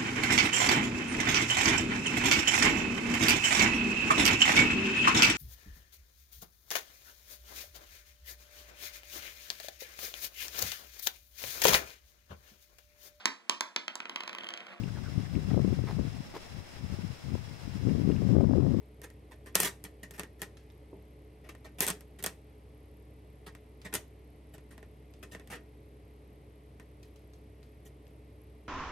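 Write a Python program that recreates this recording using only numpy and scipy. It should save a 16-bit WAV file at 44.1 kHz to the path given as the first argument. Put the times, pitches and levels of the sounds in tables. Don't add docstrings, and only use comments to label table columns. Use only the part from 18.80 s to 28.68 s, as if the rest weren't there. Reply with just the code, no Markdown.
import sys
import numpy as np
from scipy import signal
from scipy.fft import rfft, irfft
from scipy.io import wavfile

SR = 44100
rng = np.random.default_rng(int(sys.argv[2]) if len(sys.argv) > 2 else 0)


def put_to_file(sound):
    columns = np.atleast_2d(sound).T
    safe = np.clip(columns, -1, 1)
    whole_steps = np.round(safe * 32767)
    wavfile.write(sys.argv[1], SR, whole_steps.astype(np.int16))


N = 435708
SIZE = 16384
T = np.arange(SIZE) / SR
HZ = np.maximum(np.fft.rfftfreq(SIZE, 1 / SR), 1)
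IMPULSE = np.where(T == 0, 1., 0.)


# start_s, level_db, hardness_db_per_octave, graze_s, rattle_s, rattle_db
LANDINGS = [(0.7539, -22, 1.4, 0.0087, 0.055, -34), (.8018, -24.5, 3, 0.0064, 0.038, -29.5),
            (0.8326, -31.5, 1.5, 0.0042, 0.046, -27), (1.3954, -38, -2.5, .021, .01, -56),
            (1.6178, -37, 0, 0.027, .004, -42.5), (3.0054, -25.5, 2, .023, .038, -27.5),
            (3.0663, -33.5, 1.5, 0.0036, .036, -29.5), (5.1394, -33.5, 2.5, .005, 0.011, -30.5)]

def landings(out):
    for start_s, db, hardness, graze_s, rattle_s, rattle_db in LANDINGS:
        bounces = slips(rattle_s, per_s=1200, scatter_db=6)
        add(out, start_s - graze_s, contact(start_s, slips(graze_s), db - 19.5, hardness=-3))
        add(out, start_s, impact(start_s, db, hardness))
        add(out, start_s + .005, contact(start_s, bounces, rattle_db, hardness - 1.44))


# start_s, level_db, hardness_db_per_octave
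TAPS = [(0.2166, -52.5, 0.5), (0.3015, -60, -.5), (1.04, -45.5, 4.5), (1.309, -50.5, 1.5),
        (1.4335, -48, -2.5), (2.7505, -56.5, -6), (3.083, -33, 1.5), (3.102, -33.5, 0.5),
        (3.2079, -55.5, -0.5), (3.426, -46, 2.5), (3.4387, -36.5, 10), (3.4423, -35, -2.5),
        (3.462, -31.5, .5), (4.7504, -54, -4), (5.781, -59.5, -5), (5.979, -55, -4.5), (6.028, -56.5, -6.5),
        (6.549, -44.5, -7), (6.597, -55.5, -5.5), (6.6741, -58, 0), (7.998, -54.5, -5)]

def taps(out):
    for start_s, db, hardness in TAPS:
        add(out, start_s, impact(start_s, db, hardness))


# start_s, length_s, level_db, hardness_db_per_octave
SCRAPES = [(.23, 0.015, -45.5, -1), (0.509, 0.032, -52, -3.5), (.657, 0.03, -49.5, -4),
           (1.045, 0.01, -46.5, -2.5), (1.23, 0.0041, -44, -1.5), (1.336, 0.029, -52, -1),
           (1.377, 0.017, -49, -3), (2.638, 0.067, -56, -7), (2.688, 0.0071, -47, -4),
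           (2.843, 0.027, -49.5, -6), (3.385, .02, -50.5, -3.5), (4.661, 0.023, -46.5, -4.5),
           (5.046, 0.023, -42, -6), (5.123, .013, -44, -6), (5.735, 0.016, -54, -2),
           (5.906, 0.032, -55, -3.5), (6.427, 0.0065, -47, -2.5), (6.512, 0.044, -48, -2),
           (6.698, .043, -42.5, -2.5), (6.717, 0.048, -40.5, -5.5), (9.05, .029, -57.5, 2.5)]

def scrapes(out):
    for start_s, length_s, db, hardness in SCRAPES:
        add(out, start_s, contact(start_s, slips(length_s), db, hardness))


def slips(length_s, per_s=1700, scatter_db=5, grip_s=.003, release_s=.0037):
    slipping = rng.random(SIZE) < per_s / SR
    strength = undb(scatter_db * np.clip(rng.standard_normal(SIZE), -2, 2))
    sign = rng.choice([-1, 1], SIZE)
    grip = 1 - np.exp(-T / grip_s)
    fade = np.exp(-np.minimum(T / length_s, 1) - np.maximum(T - length_s, 0) / release_s)
    return slipping * sign * strength * grip * fade


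def impact(start_s, db, hardness):
    return contact(start_s, IMPULSE, db, hardness, ring_db=-3)


def contact(start_s, force, db, hardness, ring_db=0):
    thud_share_db = -5 - .52 * hardness - .27 * (db + 40)
    return plastic(start_s, force, db, hardness, ring_db) + tabletop(force, db + thud_share_db)


# frequency_hz, gain_db
CONTACT_SPECTRUM = [(400, -19.5), (800, -1.5), (1400, -2), (2900, -3.5), (4500, -5.5), (6200, -3.5),
                    (8700, -4.5), (12800, -0.5), (14500, -13), (16500, -22)]
# pitch_hz, bandwidth_hz, gain_db
GRILL_MODES = [(1036, 18, -2.5), (2610, 230, -5.5), (3330, 280, -10.5), (8550, 670, 2)]
# pitch_hz, bandwidth_hz, gain_db
TONG_MODES = [(1829, 80, 4), (1874, 130, 7.5)]
# time_s, gain_db
TONG_FREEDOM = [(.55, 2), (.75, -6), (.9, -3), (1.2, 0), (1.7, 0), (2.6, -6), (6, -6), (6.55, -1), (8, -1)]

def plastic(start_s, force, db, hardness, ring_db):
    snap = decay(t60_s=.0066, side_db=-3.5)
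    crack = undb(.5 * ring_db + 1) * decay(t60_s=.016, side_db=-5)
    ring = decay(t60_s=.1, side_db=-6.5, delay_s=.0022)
    room = undb(-9) * decay(t60_s=.24, side_db=-3.5, delay_s=.0057)
    lingering = undb(ring_db + curve([(1000, 6), (2500, 3), (6000, 2), (13000, -6)], HZ))
    response = rfft(snap + crack) + lingering * rfft(ring + room)
    treble_octaves = np.log2(np.clip(HZ, 2200, 12000) / 2200)
    colour = causal(curve(CONTACT_SPECTRUM, HZ) + hardness * treble_octaves)
    freedom_db = np.interp(start_s, *np.transpose(TONG_FREEDOM))
    body = resonances(GRILL_MODES) * resonances(TONG_MODES, lift_db=freedom_db)
    return at_level(irfft(rfft(force) * response * colour * body), db)


# pitch_hz, bandwidth_hz, gain_db
TABLE_MODES = [(185, 23, 10.5), (298.3, 29.3, 5), (403, 80, 9), (618, 35, 0.5)]
# frequency_hz, gain_db
THUD_SPECTRUM = [(50, -27.5), (110, -4), (160, 4), (450, 1), (800, -1.5), (1300, -22), (8000, -77)]

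def tabletop(force, db):
    knock = decay(t60_s=.023, side_db=-17)
    room = undb(-8) * decay(t60_s=.2915, side_db=-13, delay_s=.0054)
    body = resonances(TABLE_MODES) * causal(curve(THUD_SPECTRUM, HZ))
    return at_level(irfft(rfft(force) * rfft(knock + room) * body), db)


# start_s, peak_db, centre_hz
CREAKS = [(1.77, -48.5, 2580), (1.901, -50.5, 2700), (5.0163, -48.5, 2480), (6.338, -49.5, 2900),
          (8.23, -50, 4020), (8.3597, -55, 3800), (8.535, -52, 3500), (8.83, -51, 3000), (9.268, -54, 3400)]

def creaks(out, q=.58):
    skin = 1 / (1 + 1j * HZ / 9000) ** 2
    for start_s, peak_db, centre_hz in CREAKS:
        response = decay(t60_s=.009, side_db=-3.5) + undb(-2.5) * decay(t60_s=.31, side_db=-6)
        force = IMPULSE + slips(length_s=.0027)
        resonance = 1 / (1 + 1j * q * (HZ / centre_hz - centre_hz / HZ))
        creak = irfft(rfft(force) * rfft(response) * skin * resonance)
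        add(out, start_s, creak * undb(peak_db) / np.abs(creak.mean(axis=0)).max())


def squeak(out, start_s=9.056, length_s=.021, pitch_hz=3170, db=-62):
    wavering_hz = pitch_hz * (1 + .05 * drift(per_s=900)[:SIZE])
    phase = 2 * np.pi * np.cumsum(wavering_hz) / SR
    envelope = np.sin(np.pi * np.minimum(T / length_s, 1))
    tone = undb(db) * (np.sin(phase) + np.sin(2 * phase)) * envelope
    add(out, start_s, np.array([tone, tone]))


# pitch_hz, rms_db
HUM_PARTIALS = [(63, -55), (133.5, -67.5), (154, -73.5), (252, -77.5), (300, -66.5), (421, -69.5),
                (432.5, -67.5), (561, -77.5)]

def hum(waver_rad=.07):
    t = np.arange(N) / SR
    out = np.zeros(N)
    for hz, db in HUM_PARTIALS:
        phase = 2 * np.pi * (hz * t + rng.random())
        waver = waver_rad * hz / HUM_PARTIALS[0][0] * drift(per_s=2.2)
        out += np.sqrt(2) * undb(db) * np.sin(phase + waver)
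    return out


# frequency_hz, gain_db
AIR_SPECTRUM = [(25, -39), (50, -13.5), (72, -7), (98, 1), (150, -10), (400, -11), (650, -19), (1350, -34),
                (1580, -35.5), (2050, -27), (7200, -47.5), (8500, -42), (11500, -44), (14000, -58)]
# frequency_hz, side_over_mid_db
AIR_WIDTH = [(90, -31), (200, -11), (380, -12.5), (1290, 5), (2380, -12), (4400, -2)]

def air(rms_db=-57.5):
    hz = np.fft.rfftfreq(N, 1 / SR)
    white = stereo(rfft(rng.standard_normal((2, N))), curve(AIR_WIDTH, hz))
    noise = irfft(white * undb(curve(AIR_SPECTRUM, hz)), N)
    return noise * undb(rms_db) / noise.mean(axis=0).std()


def whine(pitch_hz=11450, db=-72, period_s=1 / 36, width_s=.0012, gap_s=.0036, scatter_db=3):
    out, t = np.zeros((2, N)), T[:256]
    envelope = np.exp(-.5 * ((t - t.mean()) / width_s) ** 2)
    for start_s in np.arange(0, N / SR - period_s, period_s):
        for lag_s in (0, gap_s):
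            strength, late, detune = rng.standard_normal(3)
            carrier = np.sin(2 * np.pi * (pitch_hz + 130 * detune) * t)
            pip = undb(db + scatter_db * strength) * envelope * carrier
            add(out, abs(start_s + lag_s + .0011 * late), np.array([pip, pip]))
    return out


def resonances(modes, lift_db=0.):
    return 1 + sum(undb(db + lift_db) / (1 + 1j * (HZ / hz - hz / HZ) * hz / bandwidth_hz)
                   for hz, bandwidth_hz, db in modes)


def decay(t60_s, side_db, delay_s=0., rise_s=.00017):
    age = np.maximum(T - delay_s, 0)
    envelope = (1 - np.exp(-age / rise_s)) * 1000 ** (-age / t60_s)
    tail = stereo(rng.standard_normal((2, SIZE)), side_db) * envelope
    return tail / np.sqrt(np.sum(tail ** 2) / 2)


def causal(db):
    cepstrum = irfft(np.log(undb(db)))
    fold = np.r_[1, np.full(SIZE // 2 - 1, 2), 1, np.zeros(SIZE // 2 - 1)]
    return np.exp(rfft(cepstrum * fold))


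def at_level(x, db):
    return x * undb(db) / np.sqrt(np.sum(x.mean(axis=0) ** 2) / (.01 * SR))


def drift(per_s):
    knots = rng.standard_normal(int(N / SR * per_s) + 2)
    return np.interp(np.arange(N) / SR * per_s, np.arange(len(knots)), knots)


def curve(points, hz):
    knots_hz, db = np.transpose(points)
    return np.interp(np.log(np.maximum(hz, 1)), np.log(knots_hz), db)


def stereo(pair, side_db):
    side = pair[1] * undb(side_db)
    return np.array([pair[0] + side, pair[0] - side])


def undb(db):
    return 10 ** (np.asarray(db) / 20)


def add(out, start_s, x):
    i = int(start_s * SR)
    out[:, i:i + x.shape[1]] += x[:, :N - i]


def scene():
    toys = np.zeros((2, N))
    landings(toys)
    taps(toys)
    scrapes(toys)
    add(toys, 2.129, tabletop(IMPULSE, db=-43))
    creaks(toys)
    squeak(toys)
    return toys + hum() + air() + whine()


def record(dry, cutoff_hz=16000):
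    return signal.sosfilt(signal.ellip(8, .2, 70, cutoff_hz, fs=SR, output="sos"), dry)


dry = scene()
out = record(dry)
put_to_file(out)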